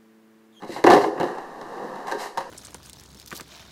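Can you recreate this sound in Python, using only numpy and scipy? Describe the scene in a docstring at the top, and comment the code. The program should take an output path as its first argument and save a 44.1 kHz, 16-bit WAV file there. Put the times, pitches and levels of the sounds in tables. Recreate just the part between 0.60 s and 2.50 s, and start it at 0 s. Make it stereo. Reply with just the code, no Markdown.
"""A walled patio: a skater jumps onto his board on a small hollow ramp. Tail, wheels and feet slam
down in a quick clatter, each blow ringing the ramp, the plywood deck and the metal trucks. The wheels
drop off the lip and rumble away to the right over rough concrete. Shoes scuff, and the board knocks
again further off. Walls and ground reflect it all, over faint outdoor air."""
import sys
import numpy as np
from scipy import signal
from scipy.fft import rfft, irfft
from scipy.io import wavfile
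from scipy.ndimage import uniform_filter1d

SR = 44100
rng = np.random.default_rng(int(sys.argv[2]) if len(sys.argv) > 2 else 0)


def unload_wav(signal):
    """Save mono or channel-first audio to the path in sys.argv[1] as 16-bit WAV at rate SR, clipped to [-1, 1]."""
    wavfile.write(
        sys.argv[1],
        SR,
        np.round(np.clip(np.atleast_2d(signal).T, -1, 1) * 32767).astype(np.int16),
    )


N = 83790
T = np.arange(N) / SR


# Each row: start in seconds, then thud, boom, clack, click and ramp ring levels in dB.
RAMP_BLOWS = [(0.021, -46, -33, -34.5, -46, -56), (0.033, -37, -29.5, -32.5, -46, -66),
              (0.046, -39, -41, -40, -45, -41), (0.0925, -38, -23, -44, -60, -58),
              (0.122, -35, -36, -59, -41, -55), (0.163, -43, -29, -27, -43, -52),
              (0.182, -44, -29.5, -47, -58, -49), (0.240, -23.5, -5, -11, -21.5, -33),
              (0.247, -45, -15, -22, -31, -21), (0.2645, -28, -14, -11.5, -23.5, -23),
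              (0.2695, -26, -3, -4.5, -21.5, -5.5), (0.290, -29.5, -15, -14, -30, -7),
              (0.301, -19, -11, -10, -20.5, -16), (0.3055, -25, -12, -8, -17.5, -11.5),
              (0.318, -22, -9.5, -12.5, -20, -8), (0.329, -21, -6.5, -12, -29, -27),
              (0.3355, -39, -22, -17, -20, -13.5), (0.346, -32, -7, -17, -25, -15.5),
              (0.365, -36, -6, -18, -32, -27), (0.375, -32, -23, -17, -40, -23),
              (0.409, -48, -24, -20, -50, -43), (0.421, -33, -45, -34, -50, -27),
              (0.440, -42, -22, -18, -40, -25.5), (0.459, -38, -16, -48, -43, -39),
              (0.477, -43, -18, -30.5, -56, -42), (0.578, -52, -32, -26, -57, -34),
              (0.5995, -28.5, -16.5, -20.5, -33.5, -24), (0.609, -32, -24, -20, -33.5, -35),
              (0.630, -31, -16.5, -21.5, -34, -28), (0.641, -41, -22.5, -35, -39, -47)]
# Each row: frequency in Hz, level in dB, T60 in seconds.
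RAMP_MODES = [(351.2, -2, .16), (694, -1.5, .12), (738.6, 0, .12), (761, -6.5, 0.29), (1140, -19, 0.084)]

def ramp_clatter():
    """Tail, wheels and feet slam down and ring the ramp's hollow shell."""
    return knocks(RAMP_BLOWS, RAMP_MODES)


# Each row: start in seconds, then thud, boom, clack, click and deck ring levels in dB.
GROUND_KNOCKS = [(0.783, -71, -32, -31, -43.5, -38), (1.013, -46.5, -40, -32, -40, -55),
                 (1.179, -58, -41, -32, -56, -48), (1.243, -47, -26, -46, -49, -56),
                 (1.357, -64, -43, -31, -45, -62), (1.4705, -64, -50, -39, -38, -55),
                 (1.481, -55, -35, -30, -36, -37), (1.514, -63, -30.5, -23, -31.5, -24),
                 (1.521, -55, -24.5, -22, -29.5, -16), (1.548, -56, -22, -37, -54, -43),
                 (1.624, -72, -48, -43, -49, -41), (1.657, -64, -41, -37, -37, -43),
                 (1.7735, -52, -48, -21.5, -28, -24), (1.779, -38.5, -36, -21.5, -29, -24),
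                 (1.7875, -63, -34, -32, -37, -35), (1.805, -72, -44, -24, -46, -49)]
# Each row: frequency in Hz, level in dB, T60 in seconds.
FREE_DECK_MODES = [(364.3, -5, 0.11), (537, -3, 0.18), (834, -5, .08), (931, 2.5, 0.12), (1105, -7, 0.046),
                   (1589, -2, 0.066), (1798, -5.5, .08), (4040, -28, .05)]

def ground_knocks():
    """The board knocks on concrete and its deck rings freely."""
    return knocks(GROUND_KNOCKS, FREE_DECK_MODES)


def knocks(blows, ring_modes):
    """Each blow sounds the wood, the trucks and the clear modes of the struck body."""
    start_s, thud_db, boom_db, clack_db, click_db, ring_db = np.transpose(blows)
    wood = hollow_thud(start_s, thud_db) + low_boom(start_s, boom_db) + deck_clack(start_s, clack_db)
    return wood + truck_click(start_s, click_db) + modal_ring(start_s, ring_db, ring_modes)


# Each row: frequency in Hz, relative density in dB.
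THUD_SPECTRUM = [(25, -32), (55, -6), (100, -24), (135, 3), (170, -3.5), (220, -2), (320, -0.5), (600, -66)]

def hollow_thud(start_s, level_db):
    """Short-lived bass modes give a blow its hollow weight."""
    thud = dense_ring(start_s, level_db, THUD_SPECTRUM, t60_s=0.1)
    return low_cut(thud, hz=77, order=2)


# Each row: frequency in Hz, level in dB, T60 in seconds.
BOOM_MODES = [(269, -20, 0.3), (302.6, -4.5, 0.13), (347, 0, 0.13), (405.4, -2.5, 0.15), (460, -4, 0.093),
              (478.6, -2, 0.044), (521.4, -7, 0.23)]
# Each row: frequency in Hz, relative density in dB.
BOOM_SPECTRUM = [(100, -47), (220, -19), (330, -2), (450, -3), (560, -2), (800, -36), (1600, -96)]

def low_boom(start_s, level_db):
    """Board and ramp ring in their low modes."""
    clear = modal_ring(start_s, level_db - 2, BOOM_MODES)
    dense = dense_ring(start_s, level_db - 3.5, BOOM_SPECTRUM, t60_s=0.078)
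    low_pass = signal.butter(4, 678, fs=SR, output="sos")
    return signal.sosfilt(low_pass, clear + low_cut(dense, hz=164))


# Each row: frequency in Hz, level in dB, T60 in seconds.
CLACK_MODES = [(704.6, 6, 0.048), (717, -5, 0.04), (762.4, -4.5, 0.066), (814, 13.5, 0.029),
               (894, -3, 0.069), (936, -5.5, 0.24), (1033, -4, 0.1), (1124, -20.5, 0.033),
               (1270, -20.5, 0.023), (1555, -4, 0.07), (1650, -35, 0.02), (1997, -10, .06),
               (2157, -5, 0.04)]
# Each row: frequency in Hz, relative density in dB.
DECK_SPECTRUM = [(300, -32), (600, -6.5), (750, 1.5), (1150, -0.5), (1400, -16), (1700, -6), (2100, -15),
                 (2400, -27.5), (2800, -14.5), (4500, -46)]

def deck_clack(start_s, level_db):
    """The plywood deck rings briefly in the midrange."""
    clear = modal_ring(start_s, level_db - 4, CLACK_MODES)
    dense = dense_ring(start_s, level_db - 2, DECK_SPECTRUM, t60_s=0.08)
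    return clear + low_cut(dense, hz=428)


# Each row: frequency in Hz, relative density in dB.
CLICK_SPECTRUM = [(1200, 16), (2400, -13), (2750, -1), (3450, -6), (4100, 3), (5500, -3), (8000, -9),
                  (13500, -20.5)]
CRACK_SPECTRUM = [(600, -10), (2000, -2.5), (5000, 3), (9000, -6.5), (14000, -12)]
# Each row: centre in Hz, width in Hz, lift in dB.
TRUCK_PEAKS = [(2520, 200, 3), (3910, 310, 6.5)]

def truck_click(start_s, level_db):
    """Hard contact cracks for an instant and the metal trucks ring on."""
    click = dense_ring(start_s, level_db, CLICK_SPECTRUM, t60_s=0.097)
    crack = dense_ring(start_s, level_db + 3, CRACK_SPECTRUM, t60_s=0.015)
    return low_cut(resonate(click + crack, TRUCK_PEAKS), hz=925)


def dense_ring(start_s, level_db, spectrum, t60_s, attack_s=0.00045):
    """Each blow wakes a crowd of close modes that die together, like decaying noise."""
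    power = 0
    for onset_s, db in zip(start_s, level_db):
        age_s = np.maximum(T - onset_s, 0)
        envelope = from_db(db - 60 * age_s / t60_s) * (1 - np.exp(-age_s / attack_s))
        power = power + envelope ** 2
    noise = coloured(rng.standard_normal((2, N)), spectrum)
    local_rms = np.sqrt(uniform_filter1d(np.mean(noise ** 2, axis=0), size=600) + 1e-9)
    return np.sqrt(power) * noise / local_rms


def modal_ring(start_s, level_db, modes):
    """Each blow strikes every clear mode with a strength of its own."""
    ring = np.zeros(N)
    scatter_db = 1.12 * rng.standard_normal((len(start_s), len(modes)))
    for k, (hz, mode_db, t60_s) in enumerate(modes):
        strikes = np.zeros(N)
        strikes[(start_s * SR).astype(int)] = from_db(level_db + mode_db + scatter_db[:, k])
        radius, step_rad = from_db(-60 / (t60_s * SR)), 2 * np.pi * hz / SR
        feedback = [1, -2 * radius * np.cos(step_rad), radius * radius]
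        ring += (-1) ** k * signal.lfilter([0, np.sin(step_rad)], feedback, strikes + 1e-18)
    return low_cut(ring, hz=modes[0][0] * 0.73) / np.sqrt(len(modes) / 2)


# Each row: frequency in Hz, relative density in dB.
RUMBLE_SPECTRUM = [(30, -42), (105, -37), (140, -11), (200, -5.5), (270, -5), (360, -2), (520, -0.5),
                   (620, -8.5), (760, 1), (950, -2), (1170, -4), (1400, -14.5), (1800, -6), (2050, -20.5),
                   (2400, -28), (2800, -20), (3450, -32), (4200, -27), (8000, -35), (14000, -42.5)]
# Each row: centre in Hz, width in Hz, lift in dB.
WHEEL_AND_TRUCK_PEAKS = [(377, 56, 1), (532, 13, 4.5), (690, 80, 3.5), (937, 20, 5), (1126, 30, 1),
                         (1816, 410, 2), (3860, 300, 7.5)]
# Each row: time in seconds, level in dB.
ROLL_LEVEL = [(0, -49), (.25, -42.5), (.33, -14.5), (.47, -44.5), (.55, -38), (.66, -29), (.74, -35),
              (.82, -36.5), (.92, -39.5), (1.08, -36), (1.2, -34.5), (1.42, -35), (1.53, -36.5),
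              (1.66, -35), (1.74, -48), (1.78, -39), (1.82, -42), (1.9, -38.5)]
# Each row: time in seconds, bass lift in dB.
ROLL_BASS = [(0, 0), (.5, 1), (.7, 2), (.9, -2), (1.15, 0), (1.28, 3), (1.45, -2), (1.7, -3), (1.9, -3)]

def wheels(bass_hz=520):
    """Grit under the wheels shakes the board and its resonances; the bass swells and thins."""
    grit = grains(per_s=6000, spread_db=2.0)
    rumble = unit_rms(resonate(coloured(grit, RUMBLE_SPECTRUM), WHEEL_AND_TRUCK_PEAKS))
    bass = signal.sosfiltfilt(signal.butter(3, bass_hz, fs=SR, output="sos"), rumble)
    bass_gain = from_db(np.interp(T, *np.transpose(ROLL_BASS)))
    gain = from_db(np.interp(T, *np.transpose(ROLL_LEVEL)))
    return gain * (rumble + (bass_gain - 1) * bass)


# Each row: start, rise and fall in seconds, then hiss and rasp levels in dB.
SCRAPES = [(0.058, 0.083, 0.073, -40.5, -45), (.15, 0.034, 0.045, -57, -37), (.37, 0.057, 0.057, -39, -65),
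           (1.456, 0.035, 0.053, -44.5, -30), (1.574, 0.036, 0.098, -35, -32)]
# Each row: frequency in Hz, relative density in dB.
HISS_SPECTRUM = [(900, -37), (2000, 10.5), (2400, -7.5), (2800, -0.5), (3450, -8.5), (4100, 2),
                 (5500, -1.5), (8000, -4.5), (13500, -13)]

def scrapes():
    """Soles and board slide in tiny slips: a gritty hiss and a rasp from the deck."""
    slips = grains(per_s=5000, spread_db=2.5)
    hiss = unit_rms(resonate(coloured(slips, HISS_SPECTRUM), TRUCK_PEAKS))
    rasp = coloured(slips, DECK_SPECTRUM)
    scuffs = 0
    for start_s, rise_s, fall_s, hiss_db, rasp_db in SCRAPES:
        pressure = np.interp(T, [start_s, start_s + rise_s, start_s + rise_s + fall_s], [0, 1, 0])
        scuffs = scuffs + pressure * (from_db(hiss_db) * hiss + from_db(rasp_db) * rasp)
    return scuffs


# Each row: time in seconds, left-ear lag in ms, left minus right in dB.
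BOARD_PATH = [(0, -0.037, 1.5), (.3, 0.005, 0.4), (0.602, 0.072, 1), (1.1, 0.16, -0.5), (1.9, 0.15, -0.2)]

def travel(board):
    """The board moves from near the middle to the right."""
    time_s, lag_ms, pan_db = np.transpose(BOARD_PATH)
    lag_s = np.interp(T, time_s, lag_ms) / 1000
    left_gain = from_db(np.interp(T, time_s, pan_db) / 2)
    return np.array([delayed(board[0], lag_s) * left_gain, board[1] / left_gain])


# Each row: delay in seconds, level in dB.
NEAR_ECHOES = [(.0085, -22.5), (.031, -16.5)]
# Each row: frequency in Hz, level in dB, T60 in seconds.
PATIO_REVERB = [(101, -19.5, 0.34), (324, -8, 0.59), (890, -12.5, 0.98), (2500, -9, 0.29),
                (6000, -7.5, 0.54), (14000, -7, 0.21)]

def patio(board, build_s=0.0069):
    """House wall and ground reflect the board; a diffuse tail dies band by band."""
    age_s = T[:SR]
    hz, noise_spectra = stereo_spectra(rng.standard_normal((2, SR)))
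    edges_hz = np.geomspace(40, 20000, 13)
    tail = 0
    for low_hz, high_hz in zip(edges_hz, edges_hz[1:]):
        centre_hz = np.sqrt(low_hz * high_hz)
        gain = from_db(at_hz(PATIO_REVERB, centre_hz))
        t60_s = at_hz(PATIO_REVERB, centre_hz, column=2)
        fade = from_db(-60 * age_s / t60_s) * (1 - np.exp(-age_s / build_s))
        band = irfft(noise_spectra * ((hz >= low_hz) & (hz < high_hz)), SR)
        tail = tail + gain * band * fade / np.sqrt(2 * np.sum(fade ** 2))
    echoes = 0
    for delay_s, db in NEAR_ECHOES:
        echoes = echoes + from_db(db) * np.array([delayed(side, delay_s) for side in board])
    return echoes + signal.fftconvolve(board, tail, axes=1)[:, :N]


# Each row: frequency in Hz, relative density in dB.
AIR_SPECTRUM = [(20, 23), (60, -12), (110, -26), (300, -27), (900, 1.5), (2500, -4), (6000, -2.5),
                (14000, -13)]

def outdoor_air(level_db=-58.5):
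    """Faint, steady outdoor noise."""
    return from_db(level_db) * coloured(rng.standard_normal((2, N)), AIR_SPECTRUM)


# Each row: frequency in Hz, left-right coherence from 0 to 1.
COHERENCE = [(40, 0.93), (200, 1), (400, .97), (700, 0.86), (1300, 0.4), (2500, 0.48), (12000, 0)]

def stereo_spectra(pair):
    """Frequencies and left and right spectra of two unrelated signals, mixed to be alike in the bass."""
    hz = np.fft.rfftfreq(pair.shape[1], 1 / SR)
    mid, side = rfft(pair)
    alike = np.clip(at_hz(COHERENCE, hz), 0, 1)
    return hz, np.sqrt(1 + alike) * mid + np.sqrt(1 - alike) * side * [[1], [-1]]


def coloured(pair, spectrum):
    """Stereo sound of unit power with the given spectrum."""
    hz, spectra = stereo_spectra(pair)
    return unit_rms(irfft(spectra * from_db(at_hz(spectrum, hz)), pair.shape[1]))


def grains(per_s, spread_db):
    """Two streams of tiny random contacts of uneven size."""
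    size = from_db(spread_db * np.minimum(rng.exponential(1, (2, N)), 5))
    return size * rng.choice([-1, 1], (2, N)) * (rng.random((2, N)) < per_s / SR)


def resonate(x, peaks):
    """Lift narrow bands."""
    for hz, width_hz, lift_db in peaks:
        band = signal.lfilter(*signal.iirpeak(hz, hz / width_hz, fs=SR), x)
        x = x + (from_db(lift_db) - 1) * band
    return x


def low_cut(x, hz, order=4):
    """High-pass: a small body radiates no bass."""
    return signal.sosfilt(signal.butter(order, hz, "high", fs=SR, output="sos"), x + 1e-18)


def delayed(x, delay_s):
    """Fractional delay."""
    return np.interp(T - delay_s, T, x, left=0, right=0)


def at_hz(rows, hz, column=1):
    """Read a table column on a log-frequency axis."""
    table = np.array(rows)
    return np.interp(np.log(hz + 1e-9), np.log(table[:, 0]), table[:, column])


def from_db(db):
    """Decibels to gain."""
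    return 10 ** (np.asarray(db) / 20)


def unit_rms(x):
    """Scale to unit power."""
    return x / np.sqrt(np.mean(x ** 2) + 1e-20)


def scene():
    """The board in the patio, over faint outdoor air."""
    board = ramp_clatter() + ground_knocks() + wheels() + scrapes()
    return travel(board) + patio(board) + outdoor_air()


# Each row: frequency in Hz, left minus right in dB.
MIC_BALANCE = [(100, -0.5), (450, -1), (1000, -1), (2000, -1), (4000, 1), (8000, 0.5), (13000, 2.5)]

def record(dry, ceiling=0.99, cutoff_hz=14300):
    """Two microphones of slightly unlike colour; loud peaks are rounded and the top is cut."""
    tilt_db = at_hz(MIC_BALANCE, np.fft.rfftfreq(2 * N, 1 / SR))
    heard = irfft(rfft(dry, 2 * N) * from_db([tilt_db / 2, -tilt_db / 2]))[:, :N]
    top_cut = signal.ellip(10, .3, 80, cutoff_hz, fs=SR, output="sos")
    return signal.sosfilt(top_cut, ceiling * np.tanh(heard / ceiling))


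dry = scene()
out = record(dry)
unload_wav(out)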